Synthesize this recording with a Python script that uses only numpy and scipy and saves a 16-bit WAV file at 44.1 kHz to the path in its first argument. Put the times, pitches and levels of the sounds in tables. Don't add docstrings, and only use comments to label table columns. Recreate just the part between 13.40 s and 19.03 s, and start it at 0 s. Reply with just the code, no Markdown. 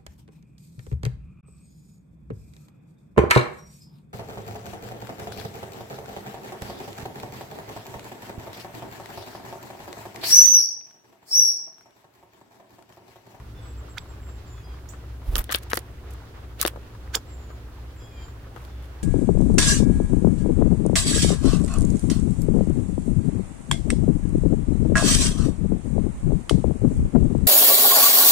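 import sys
import numpy as np
from scipy import signal
from scipy.fft import rfft, irfft
from scipy.io import wavfile
from scipy.ndimage import uniform_filter1d

SR = 44100
rng = np.random.default_rng(int(sys.argv[2]) if len(sys.argv) > 2 else 0)


def dump(signal):
    limited = np.clip(np.atleast_2d(signal).T, -1, 1)
    pcm = np.round(limited * 32767).astype(np.int16)
    wavfile.write(sys.argv[1], SR, pcm)


N = 248283
TIME = np.arange(N) / SR

# frequency in Hz, relative level in dB per Hz.
YARD_COLOUR = [(20, -8), (32, -18), (44, 0.5), (60, 2.5), (92, 1), (150, -8.5), (205, -14.5), (370, -13),
               (620, -20), (1400, -24.5), (2300, -31.5), (3400, -34), (9000, -45), (16000, -43.5)]
# frequency in Hz, side minus mid in dB.
YARD_WIDTH = [(60, -16.5), (200, -12), (380, -9.5), (700, -2.5), (1300, -1.5), (4400, 1)]
# frequency in Hz, left minus right in dB.
YARD_LEAN = [(900, 0.5), (2000, -3), (4000, -2), (7000, -3.5), (10000, -0.5)]
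YARD_DB = -42.5

# frequency in Hz, level in dB, amount of waver (0 to 1).
HUM_LINES = [(62.7, -41, 1), (56.6, -56.5, 1), (112.44, -49, 0.03), (243, -65, 0.17), (297.6, -62, 0.05),
             (366, -66.5, 0.9)]

TWIG_LOW_HZ, TWIG_HIGH_HZ, TWIG_Q, TWIG_S = 807, 2400, 3.6, 0.0067
TWIG_DB, TWIG_RANGE_DB, TWIG_PAN_DB = -54.5, 8, 8

# start in seconds, length in seconds, first pitch in Hz, sag in Hz,
# level in dB before the echoes.
WHISTLE_NOTES = [(.21, .13, 7980, 420, -61), (.37, .04, 7620, 450, -60), (.49, .055, 7620, 450, -61),
                 (.58, .05, 7780, 380, -62), (.685, .045, 7600, 380, -62), (.81, .17, 7560, 170, -63),
                 (1.06, .11, 7380, 450, -62), (1.17, .07, 7000, 850, -68), (3.865, .11, 7650, 380, -59),
                 (3.96, .21, 7300, 380, -67.5), (4.56, .11, 7460, 320, -61.5), (4.71, .1, 7260, 60, -66),
                 (4.81, .11, 7220, 0, -61)]
SAG_S = .09
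WARBLE_HZ, WARBLE_RATE = 95, 450

# start in seconds, length in seconds, first and last pitch in Hz,
# level in dB before the echoes, swell over the call in dB, then the tilt in dB per overtone
NASAL_NOTES = [(0.15, .11, 885, 845, -62, -6, 0, -2, -4), (.255, .155, 865, 825, -68, -2, -14, -20, -20),
               (1.125, 0.1, 850, 835, -63.5, 3, -5, -3, -3), (1.235, .125, 825, 795, -60.5, 3, 5, 1, 0),
               (4.6, .125, 838, 820, -58.5, 4, 5, -1, -5), (4.725, .13, 812, 778, -56.5, -1, -5, -1.5, -2),
               (5.29, 0.18, 872, 860, -67.5, 0, -1, -1, -1)]
# multiple of the pitch, level in dB before the tilt.
NASAL_OVERTONES = [(3, -9), (4, 0), (5, -21), (6, -7), (7, -23)]
STRONGEST_OVERTONE = 4

# time in seconds of the steepest point, loudest point
# in seconds after that, level in dB, low pitch in Hz, top pitch in Hz, sweep time in seconds,
# attack in seconds, release in seconds, roughness (0 to 1), low note in dB, octave in dB, rasp in dB,
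# scatter in dB, time in seconds for the scatter to fall by 60 dB.
CHIP_SWEEPS = [(0.5829, 0.00048, -27.5, 1400, 5860, 0.001, 0.0054, 0.0014, .2, 2, -16, -10, -10.5, 0.048),
               (1.496, -0.0064, -45.5, 5630, 8100, 0.00505, 0.0014, 0.016, 0.1, 3, -12, -28, -0.5, 0.19),
               (3.7525, 0.0013, -14.5, 1400, 7660, .0013, 0.0053, 0.0022, .16, -3, -8.5, -2.5, -10, 0.077)]

# frequency in Hz, level in dB.
FEATHER_COLOUR = [(150, 2), (300, -0.5), (600, -2), (1500, -11), (4000, -19), (7000, -25), (12000, -17.5),
                  (16000, -20)]
RUSH_START_S, RUSH_END_S = 1.838, 2.022
RUSH_LEAD_S = 0.011
RUSH_DB, RUSH_RISE_DB = -52, 18

WINGS_START_S, WINGBEAT_S, WINGBEATS = 1.892, .05, 3
WING_DB, WING_FADE_DB = -13, -1.5
WING_HZ, WING_HALF_S = 47.5, 0.01
WING_SLOWING = 0.92
WING_WAKE_S = .003

# start in seconds, length in seconds, body level in dB,
# treble level in dB, left minus right in dB, ring in Hz, sharpness of the ring (Q), top of the body in Hz.
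SCRAPE_RUNS = [(1.959, 0.012, -31.5, -48, 11, 1150, 1.1, 2600),
               (1.972, 0.028, -40, -40, 6, 1400, 1.7, 6000), (1.998, 0.025, -43, -47, 3, 1600, 1.2, 4000),
               (2.093, .021, -33, -63, 12, 1730, 2.5, 2220),
               (2.110, 0.015, -34.5, -35, 1, 2800, 0.74, 7000),
               (2.123, 0.0082, -36, -28, -1, 1800, 1.0, 6000), (2.133, 0.022, -32, -58, -8, 3700, 4, 4570),
               (2.155, 0.0092, -34, -34.5, -6, 3600, 1.3, 4800),
               (2.165, 0.027, -44.5, -60, -1, 2800, 0.86, 5000),
               (2.222, .02, -56, -50.5, 1, 3500, 1.3, 7000), (2.299, .012, -44, -41, 0, 3000, 1.3, 7000),
               (2.348, 0.017, -44, -36.5, -6, 3000, 1.3, 7000),
               (2.705, 0.039, -76, -54.5, 0, 2500, 1.3, 7000),
               (3.181, 0.032, -43, -49, -8, 3300, 1.3, 5500), (3.215, 0.024, -37, -44, -6, 4000, 1.3, 7000),
               (3.223, .013, -30.5, -52, 11, 1600, 1.5, 4500),
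               (3.256, 0.025, -43, -55, -6, 2190, 0.99, 7000), (3.284, .018, -47, -67, -6, 3000, 1.1, 5500),
               (5.135, 0.16, -60, -62.5, -1, 1090, 1.5, 5000),
               (5.406, 0.085, -60, -64.5, -1, 2500, 1.3, 7000)]
# frequency in Hz, level in dB.
RUSTLE_COLOUR = [(3500, -9), (7000, -2), (9000, -2.5), (12000, -1), (15500, -3), (17000, -17)]
DRAG_LEAD_S, DRAG_S, DRAG_Q = 0.0033, 0.014, 1.2
DRAG_DB, DRAG_GROWTH, DRAG_TREBLE_DB = -26, 0.75, -26

# frequency in Hz before it varies by spot,
# time in seconds to fall by 60 dB, level in dB before it varies by spot and contact time.
BOARD_MODES = [(344, 0.032, 6.5), (406, 0.065, 4), (509, 0.015, 27), (683, 0.02, 18), (855, 0.0075, 0),
               (1220, .014, 1), (1700, 0.036, -16)]
REBOUND_S, REBOUND_DB, BOARD_PAN_DB = 0.0086, -13.5, 4

# time in seconds, knock in dB, crack in dB, snap in dB,
# left minus right in dB, ring in Hz, sharpness of the ring (Q), top of the crack in Hz,
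# contact time in seconds.
PECK_BLOWS = [(1.9555, -25.5, -16, -21, -14, 3300, 1.9, 5500, .001),
              (2.093, -29, -28, -58, 4, 2200, 1.2, 5000, .0004),
              (2.1028, -28, -28, -56, -3, 2600, 1.2, 4800, .0004),
              (2.122, -45, -21, -40, 0, 2000, 0.83, 6000, .0004),
              (2.1467, -20.5, -11.5, -22, 8.5, 3830, 3.5, 4660, 0.0014),
              (2.313, -50, -27.5, -46, 5, 1670, 2, 5500, .001),
              (2.3179, -51, -27, -34, 4, 1710, 1.3, 4000, .001),
              (2.3327, -15.5, -12, -25, 6, 1380, 0.81, 8000, 0.002),
              (2.3738, -19.5, -18.5, -26.5, -8, 3370, 0.85, 6050, .0005),
              (3.199, -31.5, -33, -43, -2, 3600, 2.4, 6000, .001),
              (3.209, -34, -31, -38, -4, 3600, 2.2, 6000, .001),
              (3.251, -10.5, -16, -31, 6, 3900, 0.89, 5500, 0.0025),
              (3.2608, -24, -21, -50, 5, 1320, 1.8, 3000, .003),
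              (3.2628, -32, -24, -48, -7, 4800, 3.2, 6000, .002),
              (5.25, -52, -45.5, -60, -1, 3700, 2.3, 5550, .001)]
# time in seconds, level in dB,
# left minus right in dB, foot of the snap in Hz.
HUSK_SNAPS = [(1.9641, -24, 12, 3000), (1.9689, -25, 0, 3000), (1.9818, -16.5, -10, 10500),
              (1.9924, -19, 14, 12800), (2.0417, -32, 1, 3000), (2.1235, -21, 4, 3000),
              (2.142, -26, 11, 6000), (2.1585, -21, 8, 9100), (2.1858, -37, 5, 4000),
              (2.2352, -44, 1, 4000), (2.343, -25, 4, 7000), (2.371, -21.5, 6, 7000),
              (2.3908, -31.5, -8, 5000), (3.214, -9.5, 1, 2000), (3.2278, -17, 20, 4000),
              (3.264, -21, 4, 7500), (3.2745, -18.5, 0, 2000), (3.279, -19, -8, 2000)]
# time in seconds, knock in dB, crack in dB, ring in Hz.
STEP_TOUCHES = [(.484, -49, -44, 1100), (.7365, -43, -43, 1040), (0.8888, -42, -43, 1400),
                (1.536, -44, -38.5, 1300), (2.746, -48, -42.5, 950), (3.277, -28, -29, 900),
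                (3.335, -35, -47, 900), (3.359, -30, -37, 850), (3.373, -31, -49, 850),
                (3.549, -44, -39.5, 945), (3.712, -48, -48, 850), (3.758, -24, -29, 850),
                (3.769, -27.5, -31, 850), (4.103, -37, -43, 1200), (4.882, -48, -41.5, 1310),
                (5.162, -34, -34, 1000), (5.174, -37.5, -43, 1050)]
# frequency in Hz, level in dB.
BODY_COLOUR = [(500, -13.5), (1200, 7), (1750, 3.5), (2400, -2), (3400, -1), (4400, -2), (5400, -6.5),
               (7000, -1), (12000, -54)]
# frequency in Hz, level in dB.
SNAP_COLOUR = [(3000, -8), (5500, -6), (7300, -14), (8800, -2), (10200, -8), (11800, -2), (13000, -12),
               (15300, -6), (17000, -29)]
HUSK_Q, STEP_Q = 5.4, 3.6
HUSK_BODY_DB, HUSK_HZ = -12, 3200
STEP_SNAP_DB, STEP_PAN_DB, STEP_CONTACT_S = -21, 6, 0.00033
BODY_TOP_HZ, SNAP_FOOT_HZ = 7600, 2500
PECK_RING_S, HUSK_RING_S, STEP_RING_S = 0.0011, 0.00063, 0.0059
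CRACK_S = .0013

TOP_HZ = 15900


def undb(db):
    return 10 ** (np.asarray(db) / 20)


def unit(x):
    return x / np.sqrt(np.mean(x ** 2))


def pan(db):
    return unit(undb(np.array([[db], [-db]]) / 2))


def spectrum(points):
    hz, db = np.transpose(points)
    bins_hz = np.arange(N // 2 + 1) * SR / N
    return np.interp(np.log(bins_hz + 1), np.log(hz), db)


def colour(x, points):
    return irfft(rfft(x) * unit(undb(spectrum(points))), N)


def walk(rate):
    k = max(int(SR / rate), 2)
    steps = np.repeat(rng.standard_normal(N // k + 1), k)
    smooth = uniform_filter1d(uniform_filter1d(steps, k), k)
    return unit(smooth[:N])


def add(out, s, sound):
    i = int(s * SR)
    out[:, i:i + sound.shape[1]] += sound[:, :N - i]


def edge(x, hz, kind):
    return signal.sosfilt(signal.butter(4, min(hz, .45 * SR), kind, fs=SR, output="sos"), x)


def resonate(x, hz, q, top_hz):
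    ringing = signal.lfilter(*signal.iirpeak(hz, max(q, .6), fs=SR), x)
    return edge(ringing, top_hz, "low")


def echoes(x, t60, wet_db, dry_db=0):
    t = TIME[:SR // 2]
    tail = rng.standard_normal((2, len(t))) * np.exp(-np.log(1000) * t / t60)
    tail /= np.sqrt(np.sum(tail ** 2) / 2)
    scatter = signal.fftconvolve(x, tail, axes=1)[:, :N]
    return x * undb(dry_db) + undb(wet_db) * scatter


def contact_noise(points, shared):
    noise = rng.standard_normal((2, N)) + shared * rng.standard_normal(N)
    return unit(colour(noise, points))


def contacts():
    pecks = [(s, crack_db, snap_db, pan_db, hz, q, PECK_RING_S, top_hz, SNAP_FOOT_HZ)
             for s, _, crack_db, snap_db, pan_db, hz, q, top_hz, _ in PECK_BLOWS]
    husks = [(s, db + HUSK_BODY_DB, db, pan_db, HUSK_HZ, HUSK_Q, HUSK_RING_S, BODY_TOP_HZ, foot_hz)
             for s, db, pan_db, foot_hz in HUSK_SNAPS]
    steps = [(s, db, db + STEP_SNAP_DB, STEP_PAN_DB, hz, STEP_Q, STEP_RING_S, BODY_TOP_HZ, SNAP_FOOT_HZ)
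             for s, _, db, hz in STEP_TOUCHES]
    return pecks + husks + steps


def yard(flicker_rate=35):
    mid, side = rng.standard_normal((2, N))
    side = irfft(rfft(side) * undb(spectrum(YARD_WIDTH)), N)
    lean = undb(np.array([[1], [-1]]) * spectrum(YARD_LEAN) / 2)
    stereo = irfft(rfft(np.array([mid + side, mid - side])) * lean, N)
    air = unit(colour(stereo, YARD_COLOUR)) * undb(YARD_DB)
    out, shared = air, walk(flicker_rate)
    for hz in (400, 800, 1600, 3200):
        octave_band = signal.butter(2, [hz, 2 * hz], "band", fs=SR, output="sos")
        leaves = signal.sosfiltfilt(octave_band, air)
        out = out + leaves * (undb(shared + walk(flicker_rate)) - 1)
    return out


def hum(waver_rate=9):
    out = 0
    for hz, db, waver in HUM_LINES:
        drift = 1 + waver * (walk(waver_rate) + 1j * walk(waver_rate))
        line = np.real(drift * np.exp(2j * np.pi * hz * TIME))
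        out = out + undb(db) * unit(line)
    return out


def twigs(count=80):
    out, t = np.zeros((2, N)), TIME[:SR // 25]
    for when, pitch, size, place in rng.random((count, 4)):
        hz = TWIG_LOW_HZ * (TWIG_HIGH_HZ / TWIG_LOW_HZ) ** pitch
        burst = rng.standard_normal(len(t)) * np.exp(-t / TWIG_S)
        tick = unit(resonate(burst, hz, TWIG_Q, 2 * hz))
        level = undb(TWIG_DB - TWIG_RANGE_DB * size) * TWIG_LOW_HZ / hz
        add(out, when * N / SR, tick * level * pan(TWIG_PAN_DB * (2 * place - 1)))
    return out


def whistles(flutter_db=3.0, pan_db=-5):
    out, warble, flutter = np.zeros((2, N)), walk(WARBLE_RATE), undb(flutter_db * walk(42))
    for s, length, first_hz, sag_hz, db in WHISTLE_NOTES:
        on = (TIME > s) & (TIME < s + length)
        t = TIME[on] - s
        hz = first_hz - sag_hz * (1 - np.exp(-t / SAG_S)) + WARBLE_HZ * warble[on]
        phase = 2 * np.pi * np.cumsum(hz) / SR
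        swell = np.sin(np.pi * t / length) ** 0.34
        out[:, on] += unit(swell * np.sin(phase) * flutter[on]) * undb(db) * pan(pan_db)
    return out


def nasal_calls(jitter=0.006, fade_db=3.0, fade_rate=45, pan_db=3):
    out, waver = np.zeros((2, N)), walk(60)
    for s, length, first_hz, last_hz, db, swell_db, *tilts in NASAL_NOTES:
        on = (TIME > s) & (TIME < s + length)
        u = (TIME[on] - s) / length
        hz = (first_hz + (last_hz - first_hz) * u ** 2) * (1 + jitter * waver[on])
        phase = 2 * np.pi * np.cumsum(hz) / SR
        tilt_db = np.interp(u, (0, .5, 1), tilts)
        voice = 0
        for k, part_db in NASAL_OVERTONES:
            overtone_db = part_db + tilt_db * (k - STRONGEST_OVERTONE) + fade_db * walk(fade_rate)[on]
            voice = voice + undb(overtone_db) * np.sin(k * phase)
        swell = np.sin(np.pi * u) ** 0.099 * undb(swell_db * u)
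        out[:, on] += unit(swell * voice) * undb(db) * pan(pan_db)
    return out


def chips(third_db=-21, rasp_hz=5600, hiss_db=-8, clearing=0.81, pan_db=-6):
    out, waver = np.zeros((2, N)), walk(2500)
    rasp = unit(resonate(contact_noise(BODY_COLOUR, shared=1.0), rasp_hz, q=0.76, top_hz=BODY_TOP_HZ))
    rasp = rasp + undb(hiss_db) * contact_noise(SNAP_COLOUR, shared=0.24)
    for (s, crest_s, db, low_hz, top_hz, sweep_s, attack_s, release_s,
         rough, low_db, octave_db, rasp_db, wet_db, t60) in CHIP_SWEEPS:
        t = TIME - s
        low = (1 - np.tanh(t / sweep_s / 2)) / 2
        roughness = rough * (1 - clearing * (1 - low))
        hz = (top_hz + (low_hz - top_hz) * low) * (1 + roughness * waver)
        phase = 2 * np.pi * np.cumsum(hz) / SR
        tone = 0
        for k, part_db in enumerate((0, octave_db, third_db), 1):
            tone = tone + undb(part_db) * np.sin(k * phase) * (k * hz < SR / 2)
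        away = np.maximum((crest_s - t) / attack_s, (t - crest_s) / release_s)
        swell = np.exp(-np.minimum(away, 20))
        voice = np.sqrt(2) * tone * undb(low_db * low) + low * undb(rasp_db) * rasp
        out += echoes(voice * swell * undb(db) * pan(pan_db), t60, wet_db)
    return out


def feathers(pulse_db=2.5, pan_db=0):
    u = np.clip((TIME - RUSH_START_S) / (RUSH_END_S - RUSH_START_S), 0, 1)
    stroke = np.cos(2 * np.pi * (TIME - WINGS_START_S + RUSH_LEAD_S) / WINGBEAT_S)
    fade_in_out = np.sqrt(np.minimum(10 * u * (1 - u), 1))
    swell = undb(RUSH_DB + RUSH_RISE_DB * u + pulse_db * stroke) * fade_in_out
    return swell * contact_noise(FEATHER_COLOUR, shared=0.94) * pan(pan_db)


def wings(sharpness=0.2, pan_db=-2.5):
    air = 0
    for k in range(WINGBEATS):
        t = (TIME - WINGS_START_S - k * WINGBEAT_S) * WING_SLOWING ** k
        turn = 2 * np.pi * WING_HZ * t
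        push = (np.cos(turn) + sharpness * np.cos(2 * turn)) / (1 + sharpness)
        swell = np.exp(-((t - WING_WAKE_S) / WING_HALF_S) ** 2 / 2)
        air = air + undb(WING_DB + k * WING_FADE_DB) * push * swell
    return air * pan(pan_db)


def scrapes(grain_db=1.0, grain_rate=1100, slip_db=4.5, slip_rate=220):
    out = np.zeros((2, N))
    body = contact_noise(BODY_COLOUR, shared=0.17)
    treble = contact_noise(RUSTLE_COLOUR, shared=0.18)
    grains = undb(grain_db * walk(grain_rate) + slip_db * walk(slip_rate))
    drags = [(s - DRAG_LEAD_S, DRAG_S, DRAG_DB + DRAG_GROWTH * body_db, snap_db + DRAG_TREBLE_DB,
              pan_db, hz, DRAG_Q, top_hz)
             for s, body_db, snap_db, pan_db, hz, _, _, top_hz, _ in contacts()]
    for s, length, body_db, treble_db, pan_db, hz, q, top_hz in list(SCRAPE_RUNS) + drags:
        on = np.flatnonzero((TIME > s) & (TIME < s + length))
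        force = grains[on] * np.sin(np.pi * (TIME[on] - s) / length) ** 0.5
        woody = undb(body_db) * unit(resonate(force * body[:, on], hz, q, top_hz))
        bright = undb(treble_db) * unit(force * treble[:, on])
        out[:, on] += (woody + bright) * pan(pan_db)
    return out


def knocks(push_s=0.00089, lag_s=0.0003, delay_s=0.00017):
    out = np.zeros((2, N))
    t = np.maximum(TIME[:SR // 10] - np.array([[0], [lag_s]]), 0)
    blows = [(s, db, contact_s) for s, db, *_, contact_s in PECK_BLOWS]
    blows += [(s, db, STEP_CONTACT_S) for s, db, *_ in STEP_TOUCHES]
    rebounds = [(s + REBOUND_S, db + REBOUND_DB, contact_s) for s, db, contact_s in blows]
    for s, db, contact_s in blows + rebounds:
        spot = rng.standard_normal((len(BOARD_MODES), 2))
        ring = 0
        for (hz, t60, mode_db), (level_shift, pitch_shift) in zip(BOARD_MODES, spot):
            strength = undb(mode_db + 2 * level_shift) / (1 + (hz * contact_s) ** 2)
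            tone = np.sin(2 * np.pi * hz * (1 + pitch_shift / 20) * t)
            ring = ring + strength * tone * np.exp(-np.log(1000) * t / t60)
        ring = ring * (1 - np.exp(-t / push_s))
        add(out, s + delay_s, ring / np.abs(ring).max() * undb(db) * pan(BOARD_PAN_DB))
    return out


def taps(snap_s=0.00049, rise_s=0.00022):
    out, t = np.zeros((2, N)), TIME[:SR // 80]
    body = contact_noise(BODY_COLOUR, shared=0.32)
    snap = contact_noise(SNAP_COLOUR, shared=0.7)
    for s, body_db, snap_db, pan_db, hz, q, body_s, top_hz, foot_hz in contacts():
        span = int(s * SR) + np.arange(len(t))
        woody = resonate(body[:, span], hz, q, top_hz)
        bright = edge(snap[:, span], foot_hz, "high")
        for noise, decay, db in ((woody, body_s, body_db), (bright, snap_s, snap_db)):
            crack = noise * (1 - np.exp(-t / rise_s)) * np.exp(-t / decay)
            crack /= np.sqrt(np.sum(crack ** 2, axis=1, keepdims=True) / (CRACK_S * SR))
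            add(out, s, crack * undb(db) * pan(pan_db))
    return out


def scene():
    background = yard() + hum() + twigs()
    far_birds = echoes(whistles() + nasal_calls(), t60=.25, wet_db=-5, dry_db=-1)
    flight = feathers() + wings()
    board = echoes(scrapes() + knocks() + taps(), t60=0.08, wet_db=-15.0)
    return background + far_birds + chips() + flight + board


def record(dry):
    rounded = np.tanh(dry)
    return signal.sosfilt(signal.ellip(10, .2, 70, TOP_HZ, fs=SR, output="sos"), rounded)


dry = scene()
out = record(dry)
dump(out)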